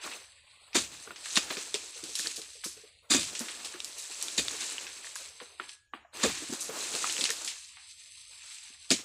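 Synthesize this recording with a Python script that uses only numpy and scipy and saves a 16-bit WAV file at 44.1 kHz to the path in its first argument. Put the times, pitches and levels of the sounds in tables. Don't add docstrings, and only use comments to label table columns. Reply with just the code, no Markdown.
import sys
import numpy as np
from scipy import signal
from scipy.fft import rfft, irfft, next_fast_len
from scipy.io import wavfile
from scipy.ndimage import uniform_filter1d

SR = 44100
rng = np.random.default_rng(int(sys.argv[2]) if len(sys.argv) > 2 else 0)


def int16_out(signal):
    q = np.round(np.clip(np.atleast_2d(signal).T, -1, 1) * 32767)
    wavfile.write(sys.argv[1], SR, q.astype(np.int16))


N = 398663


def amp(db):
    return 10 ** (np.asarray(db) / 20)


def rms_one(x):
    return x / np.sqrt(np.mean(x ** 2) + 1e-20)


def at_hz(points, hz):
    table_hz, table_db = np.array(points).T[:2]
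    return np.interp(np.log(np.maximum(hz, 1)), np.log(table_hz), table_db)


def level_curve(points):
    return np.interp(np.arange(N) / SR, *np.transpose(points))


def split(x, order, hz):
    return [signal.sosfilt(signal.butter(order, hz, side, fs=SR, output="sos"), x)
            for side in ("low", "high")]


def bandpass(x, order, edges):
    return signal.sosfilt(signal.butter(order, edges, "band", fs=SR, output="sos"), x)


def colour(x, spectrum):
    size = next_fast_len(N)
    gain = amp(at_hz(spectrum, np.fft.rfftfreq(size, 1 / SR)))
    return rms_one(irfft(rfft(x, size) * gain, size)[:N])


def drift(rate):
    step = 40
    r = np.exp(-2 * np.pi * rate * step / SR)
    draws = rng.standard_normal(N // step + 2002)
    slow = signal.lfilter([1], [1, -2 * r, r * r], draws)[2000:]
    return np.interp(np.arange(N) / step, np.arange(len(slow)), rms_one(slow))


def ring(push, hz, t60):
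    r, w = amp(-60 / (t60 * SR)), 2 * np.pi * hz / SR
    return signal.lfilter([0, np.sin(w)], [1, -2 * r * np.cos(w), r * r], push + 1e-18)


def rustle(spectrum, per_s, spread_db, grain_share, flicker_db, cycles):
    sizes = amp(spread_db * np.minimum(rng.exponential(1, N), 4)) * rng.choice([-1, 1], N)
    chance = per_s * amp(5 * drift(14)) / SR
    ticks = sizes * (rng.random(N) < chance)
    pitches, dealt = np.geomspace(200, 15000, 11), rng.integers(0, 11, N)
    rings = sum(hz * ring(ticks * (dealt == k), hz, cycles / hz) for k, hz in enumerate(pitches))
    hiss = np.sqrt(1 - grain_share) * rng.standard_normal(N)
    white = hiss + np.sqrt(grain_share) * rms_one(rings)
    return colour(white * amp(flicker_db * drift(18.0)), spectrum)


# (frequency [Hz], relative level [dB per Hz])
RUMBLE = [(45, -13), (75, 1), (110, -7.5), (170, -32.5)]


def far_hum():
    hum = colour(rng.standard_normal(N) * amp(2.0 * drift(6.9)), RUMBLE)
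    return amp(-75.5) * hum


# (frequency [Hz], relative level [dB per Hz])
AMBIENCE = [(100, -28), (200, 2), (350, 5.5), (600, -5), (1000, -5), (1700, -2), (2400, -15), (4500, -10.5),
            (5000, -5.5), (5600, 2.5), (6200, -1), (6900, 11.5), (7400, 2.5), (7800, -4.5), (10000, -16.5)]
AMBIENCE_DB = -60.5


def insects_and_air():
    return amp(AMBIENCE_DB) * colour(rng.standard_normal(N), AMBIENCE)


# (frequency [Hz], relative level [dB per Hz])
BOOM = [(30, -35.5), (65, -3.5), (110, -5.5), (170, -5.5), (260, -29)]
BOOM_RISE_S, BOOM_T60_S, DRAG_BOOM_DB = 0.13, 0.33, -20


def boom():
    t = np.arange(N) / SR
    level = amp(level_curve(STALKS) + DRAG_BOOM_DB)
    for s, db, hold, t60, thud_db, boom_db, wood_db in CHOPS:
        since = np.maximum(t - s, 0)
        rise = 1 - np.exp(-since / BOOM_RISE_S)
        level = level + rise * amp(boom_db - 60 * np.maximum(since - hold, 0) / BOOM_T60_S)
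    return level * colour(rng.standard_normal(N) * amp(2.5 * drift(9.0)), BOOM)


# (frequency [Hz], relative level [dB per Hz])
STALK_TONE = [(100, -39.5), (200, -8.5), (350, 0.5), (550, -2), (800, -4.5), (1400, -3.5), (2500, -14),
              (5000, -20)]
# (time [s], level [dB])
STALKS = [(0.0, -57), (0.05, -51.5), (0.28, -65.5), (0.74, -57.5), (1.03, -59), (1.2, -59.5), (1.4, -51),
          (2.0, -58.5), (2.4, -64.5), (2.9, -71.5), (3.09, -60), (3.13, -53.5), (3.6, -55.5), (4.1, -59),
          (4.6, -50), (5.1, -59), (5.57, -65), (5.7, -73), (6.1, -71.5), (6.15, -47.5), (6.22, -50),
          (6.3, -64.5), (6.7, -48.5), (7.2, -49), (7.52, -58), (7.6, -68.5), (8.4, -67), (8.6, -77),
          (8.89, -61.5), (9.04, -59.5)]
STALK_WANDER_DB = 1.5
SCRAPE_DB, SCRAPE_T60_S = -5.5, 0.051


def dragged_stalks():
    knocked = np.zeros(N)
    for s, db, hz in KNOCKS:
        knocked[round(s * SR)] = amp(db + SCRAPE_DB)
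    after = signal.lfilter([1], [1, -amp(-60 / (SCRAPE_T60_S * SR))], knocked + 1e-18)
    after = uniform_filter1d(after, size=600, origin=299)
    scrape = amp(level_curve(STALKS) + STALK_WANDER_DB * drift(15.0)) + after
    return scrape * rustle(STALK_TONE, per_s=1200, spread_db=0.5, grain_share=0.42,
                           flicker_db=2.0, cycles=5.4)


# (frequency [Hz], relative level [dB per Hz])
LEAFLETS = [(180, -23.5), (300, 0.5), (447, -8.5), (546, -30), (762, -6.5), (1170, -3.5), (2440, 1.5),
            (3030, -1), (4160, 1.5), (5900, 1.5), (7820, 6.5), (15000, -28.5)]
# (time [s], level [dB])
FRONDS = [
    [(0.0, -57), (0.04, -43.5), (0.12, -44.5), (0.28, -56), (0.588, -60), (0.74, -58.5)],
    [(0.76, -27.5), (0.83, -44), (0.91, -51), (1.17, -51.5), (1.26, -40), (1.6, -39), (1.77, -46),
     (2.15, -43), (2.27, -37.5), (2.4, -48), (2.78, -50.5), (3.09, -60.5)],
    [(3.11, -30.5), (3.34, -43.5), (3.95, -46.5), (4.3, -40.5), (4.52, -40.5), (4.62, -35.5), (4.92, -43.5),
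     (5.18, -47.5), (5.57, -53.5), (5.62, -48), (5.74, -53.5), (5.82, -70.5), (5.92, -92)],
    [(5.94, -51.5), (6.03, -69), (6.104, -93.5), (6.14, -49.5), (6.194, -43), (6.24, -32)],
    [(6.32, -38.5), (6.68, -41.5), (6.85, -37), (7.12, -35), (7.52, -44), (7.6, -49.5), (8.21, -50.5),
     (8.45, -47), (8.6, -46), (8.89, -51)],
    [(8.92, -32.5), (9.04, -52.5)],
]
# (time [s], level [dB])
MIDRIBS = [(0, 8), (0.1, -0.5), (0.3, 1.5), (0.7, 2.5), (1.2, -3), (1.8, -3.5), (2.12, -7), (2.17, -4.5),
           (2.42, -4.5), (2.9, -3), (3.12, -8), (3.3, -5.5), (3.45, 1.5), (4.0, -5.5), (4.6, -3), (5.3, -3),
           (5.7, -3.5), (5.86, -14), (5.96, 1), (6.3, 3), (6.55, -8), (6.9, -4), (7.3, -5), (7.7, -4),
           (8.3, -6), (8.45, -2), (8.9, -3.5)]
SPLIT_HZ, PATCHY_DB = 3280, 1.5


def leaflets():
    leaves = rustle(LEAFLETS, per_s=1500, spread_db=2.8, grain_share=0.3, flicker_db=1.0, cycles=16)
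    ribs, tips = split(leaves, 4, SPLIT_HZ)
    ribs = amp(level_curve(MIDRIBS) + PATCHY_DB * drift(14.0)) * ribs
    tips = amp(PATCHY_DB * drift(5.1)) * tips
    return amp(level_curve(np.concatenate(FRONDS))) * (ribs + tips)


# (time [s], level [dB], pitch [Hz], decay by 60 dB [s], time when damped [s])
BLADE_RING = [(5.6, -61, 1669, 2.0, 5.935)]


def blade():
    s, db, hz, t60, damped = BLADE_RING[0]
    tap = np.zeros(N)
    tap[round(s * SR)] = amp(db)
    touch = np.exp(-np.maximum(np.arange(N) / SR - damped, 0) / 0.0032)
    return ring(tap, hz, t60) * touch


# (time [s], peak level before the band filter [dB], pitch [Hz])
KNOCKS = [(0.052, -43, 590), (0.751, -22.5, 338), (1.071, -43.5, 312), (1.105, -43, 358),
          (1.371, -28.5, 307), (1.504, -37, 391), (1.569, -38, 410), (1.742, -31.5, 423), (1.959, -47, 444),
          (2.03, -38, 313), (2.085, -46, 452), (2.194, -44, 303), (2.243, -42, 330), (2.266, -41, 420),
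          (2.377, -43, 418), (2.553, -48, 413), (2.654, -39.5, 351), (2.767, -48, 420), (2.834, -47, 417),
          (3.104, -27, 302), (3.142, -21, 251), (3.32, -45, 224), (3.403, -33.5, 234), (3.645, -47, 350),
          (3.743, -40, 336), (4.229, -45, 340), (4.381, -34.5, 264), (4.538, -47, 346), (5.208, -52.5, 533),
          (5.412, -42.5, 460), (5.597, -42.5, 352), (5.935, -41.5, 311), (6.244, -22.5, 444),
          (6.287, -35.5, 231), (6.419, -36.5, 314), (6.493, -32.5, 274), (6.521, -28, 298),
          (6.69, -30.5, 430), (6.764, -45, 370), (6.942, -34, 435), (7.186, -37.5, 424), (7.215, -36, 286),
          (7.292, -38, 437), (8.698, -52.5, 304), (8.985, -47, 293)]
# (pitch as a ratio to the knock's pitch, relative level [dB])
KNOCK_MODES = [(1.027, 10.5), (1.2, -7), (1.4, -14)]
KNOCK_T60_S = 0.045


def knocks():
    out, t = np.zeros(N), np.arange(int(.2 * SR)) / SR
    contact = (1 - np.exp(-t / 0.00083)) * np.exp(-t / 0.012)
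    pushes = rng.standard_normal((len(KNOCKS), len(t))) * contact
    for (s, db, hz), push in zip(KNOCKS, pushes):
        body = sum(amp(m) * ring(push, hz * k, KNOCK_T60_S) for k, m in KNOCK_MODES)
        i = round(s * SR)
        out[i:i + len(t)] += amp(db) * body[:N - i] / np.abs(body).max()
    return bandpass(out, 2, [150, 900])


# (time [s], relative level of the spray of small breaks [dB], centre pitch [Hz],
#  first snap over the spray [dB])
CRACKS = [(0.042, -21, 1400, -7), (0.075, -17.5, 1080, -9), (0.116, -23, 1990, 0), (0.1355, -31, 2800, 6),
          (0.731, -24, 2470, 0), (1.075, -30, 1430, 7), (1.1072, -24, 1440, 5.5), (1.16, -25.5, 2880, 3),
          (1.2585, -21.5, 1720, 3), (1.3571, -13.5, 4400, 10), (1.3605, -22, 4000, 15),
          (1.3663, -19, 3800, 21), (1.3734, -10, 2730, 13), (1.3763, -28, 4000, 23),
          (1.5038, -11.5, 1950, -5), (1.5694, -17.5, 2430, 3.5), (1.7423, -12, 3720, 10.5),
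          (2.039, -24, 4830, 13.5), (2.154, -16, 5200, 10), (2.189, -14, 5740, 6), (2.195, -29, 1780, 13.5),
          (2.26, -24, 1730, 7), (2.2712, -21.5, 4600, 16.5), (2.36, -19, 5600, -16), (2.417, -27, 4200, 10),
          (2.638, -17.5, 1710, -2.5), (2.642, -15.5, 7700, -16), (3.138, -15, 3650, 13),
          (3.196, -19, 3560, 5), (3.21, -19, 3530, 8), (3.231, -19, 4030, 9), (3.3514, -17.5, 3320, 3.5),
          (3.3929, -19.5, 7400, 13.5), (3.484, -16.5, 2070, -3), (3.6473, -17.5, 4300, -4),
          (3.7397, -24.5, 1660, 2), (3.8032, -34, 3770, 26.5), (3.8458, -23.5, 7400, 17.5),
          (3.9828, -22, 8500, 3), (4.213, -21.5, 4350, 8), (4.2261, -19.5, 7900, 20),
          (4.2833, -27, 3630, 17), (4.4827, -25, 3670, 22.5), (4.7818, -36, 2900, 27),
          (4.867, -20.5, 2540, -2), (5.045, -28.5, 1770, 4), (5.07, -32, 1800, 8), (5.156, -22, 7100, 12),
          (5.16, -26.5, 1620, 9), (5.4009, -19.5, 1450, -24), (5.5982, -15.5, 1380, 4.5),
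          (5.693, -28.5, 3200, 9), (5.9355, -16, 1154, 3), (6.049, -30, 696, -2), (6.606, -16, 8900, -15),
          (6.938, -22, 3800, 10), (6.9512, -19, 4180, 17.5), (7.042, -9, 1250, 0), (7.0968, -21, 3030, 13),
          (7.1247, -25, 7660, 20), (7.1665, -36, 3060, 26), (7.1802, -18.5, 2670, 10), (7.21, -13, 3540, 7),
          (7.2405, -14, 4240, 15.5), (7.2541, -13.5, 2970, 11.5), (7.2923, -13, 2550, 1),
          (7.304, -16.5, 6500, 17), (7.307, -27.5, 1820, 17), (7.413, -18.5, 930, -12),
          (7.448, -21.5, 7300, 14), (7.4765, -14, 3460, 3.5), (7.515, -23.5, 3000, -2),
          (7.77, -26, 1200, -15), (8.905, -15.5, 4640, 18.5), (8.9124, -4, 3550, 0)]
LUMPY_DB = 2.2
SNAP_CYCLES = 31.7
SPRAY_T60_S, SPRAY_LONGER_PER_OCTAVE = 0.094, 0.85
GROVE_T60_S, GROVE_DB = 0.32, -6.5


def cracks():
    out, t = np.zeros(N), np.arange(int(.3 * SR)) / SR
    draws = rng.standard_normal((len(CRACKS), len(t)))
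    lumps = np.repeat(rng.standard_normal((len(CRACKS), len(t) // 64 + 1)), 64, axis=1)[:, :len(t)]
    draws = draws * amp(LUMPY_DB * (t > .003) * lumps)
    scatter, click = amp(GROVE_DB - 60 * t / GROVE_T60_S), 1.0 * (t == 0)
    for (s, db, hz, snap_db), noise in zip(CRACKS, draws):
        edges = [hz / 1.74, min(hz * 2.5, .45 * SR)]
        t60 = SPRAY_T60_S * np.exp(SPRAY_LONGER_PER_OCTAVE * np.log2(hz / 3000))
        first_snap = amp(snap_db) * np.exp(-t / 0.00075)
        burst = bandpass(noise * (amp(-60 * t / t60) + scatter + first_snap), 4, edges)
        burst += amp(snap_db + 1.0) * ring(click, hz, SNAP_CYCLES / hz)
        i = round(s * SR)
        out[i:i + len(t)] += amp(db - 15.5) * burst[:N - i]
    return bandpass(out, 3, [450, 9000])


# (time [s], tear level [dB], tearing time [s], decay by 60 dB after it [s], thud level [dB],
#  shudder level [dB], extra level of the woody part below the split [dB])
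CHOPS = [(0.745, -21, 0.018, 0.21, -28.5, -35.5, 3), (1.369, -14.5, 0.0033, 0.065, -22, -67, 8),
         (3.099, -23.5, 0.082, 0.3, -39, -41.5, -3), (4.375, -18, 0.0056, 0.13, -24.5, -38, -7),
         (6.229, -20.5, 0.0079, 0.2, -24, -32.5, 4), (8.907, -17.5, 0.0029, 0.11, -12, -38, 4.5)]
# (frequency [Hz], relative level [dB per Hz])
TEAR = [(350, -39.5), (600, -14), (1070, -2), (2370, -1), (3160, -3), (3680, 3.5), (5710, -3.5),
        (7210, 5.5), (15000, -32)]
# (frequency [Hz], relative level [dB per Hz])
THUD = [(40, -35), (135, -20.5), (231, 3), (387, -6), (455, -9), (623, -8.5), (1040, -45.5)]
# (pitch [Hz], drive level [dB], decay by 60 dB [s])
STEEL = [(2505, -39, 0.077), (3720, -34, 0.023), (4810, -39.5, 0.11), (6240, -38, 0.015),
         (1226, -44.5, 0.12)]
WOODY_T60_SHARE, WOODY_HZ = 0.43, 2610


def chops():
    t, tear, wood, thud = np.arange(N) / SR, 0, 0, 0
    for s, db, hold, t60, thud_db, boom_db, wood_db in CHOPS:
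        since = np.maximum(t - s, 0)
        sag_db = 60.0 * since
        tearing = (1 - np.exp(-since / 0.0045)) * amp(db - sag_db)
        fall_db = 60 * np.maximum(since - hold, 0) / t60
        tear = tear + tearing * amp(-fall_db)
        wood = wood + tearing * amp(wood_db - fall_db / WOODY_T60_SHARE)
        thud = thud + (1 - np.exp(-since / 0.023)) * amp(thud_db - fall_db / 0.74)
    fibres = rustle(TEAR, per_s=1500, spread_db=2.2, grain_share=0.5, flicker_db=2.0, cycles=12)
    low, high = split(fibres, 3, WOODY_HZ)
    torn = tear * high + wood * low
    steel = sum(amp(db) * ring(torn, hz, t60) for hz, db, t60 in STEEL)
    return torn + steel + thud * colour(rng.standard_normal(N), THUD)


def scene():
    background = far_hum() + insects_and_air() + boom()
    fronds = dragged_stalks() + leaflets()
    return (background + fronds + blade() + knocks() + cracks() + chops())[None]


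def suppress(x, over_db, floor_db, smooth):
    hz, _, spec = signal.stft(x, SR, nperseg=1024, noverlap=768, scaling="psd")
    shape = amp(2 * at_hz(AMBIENCE, hz))
    density = shape / (2 * np.sum(shape) * hz[1])
    learnt = amp(2 * (AMBIENCE_DB + over_db)) * density * (hz > 130)
    power = uniform_filter1d(np.abs(spec) ** 2, size=5, axis=0)
    smoothed = signal.lfilter([1 - smooth], [1, -smooth], power, axis=1)
    power = np.maximum(amp(-6.5) * power, smoothed)
    gain = np.maximum(1 - learnt[:, None] / (power + 1e-20), amp(floor_db))
    gain = uniform_filter1d(gain, size=3, axis=1)
    return signal.istft(spec * gain, SR, nperseg=1024, noverlap=768, scaling="psd")[1][:N]


def record(dry):
    clean = suppress(dry[0], over_db=6.5, floor_db=-22, smooth=0.846)
    top_cut = signal.cheby2(14, 45, 15900, fs=SR, output="sos")
    return signal.sosfilt(top_cut, clean)[None]


dry = scene()
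out = record(dry)
int16_out(out)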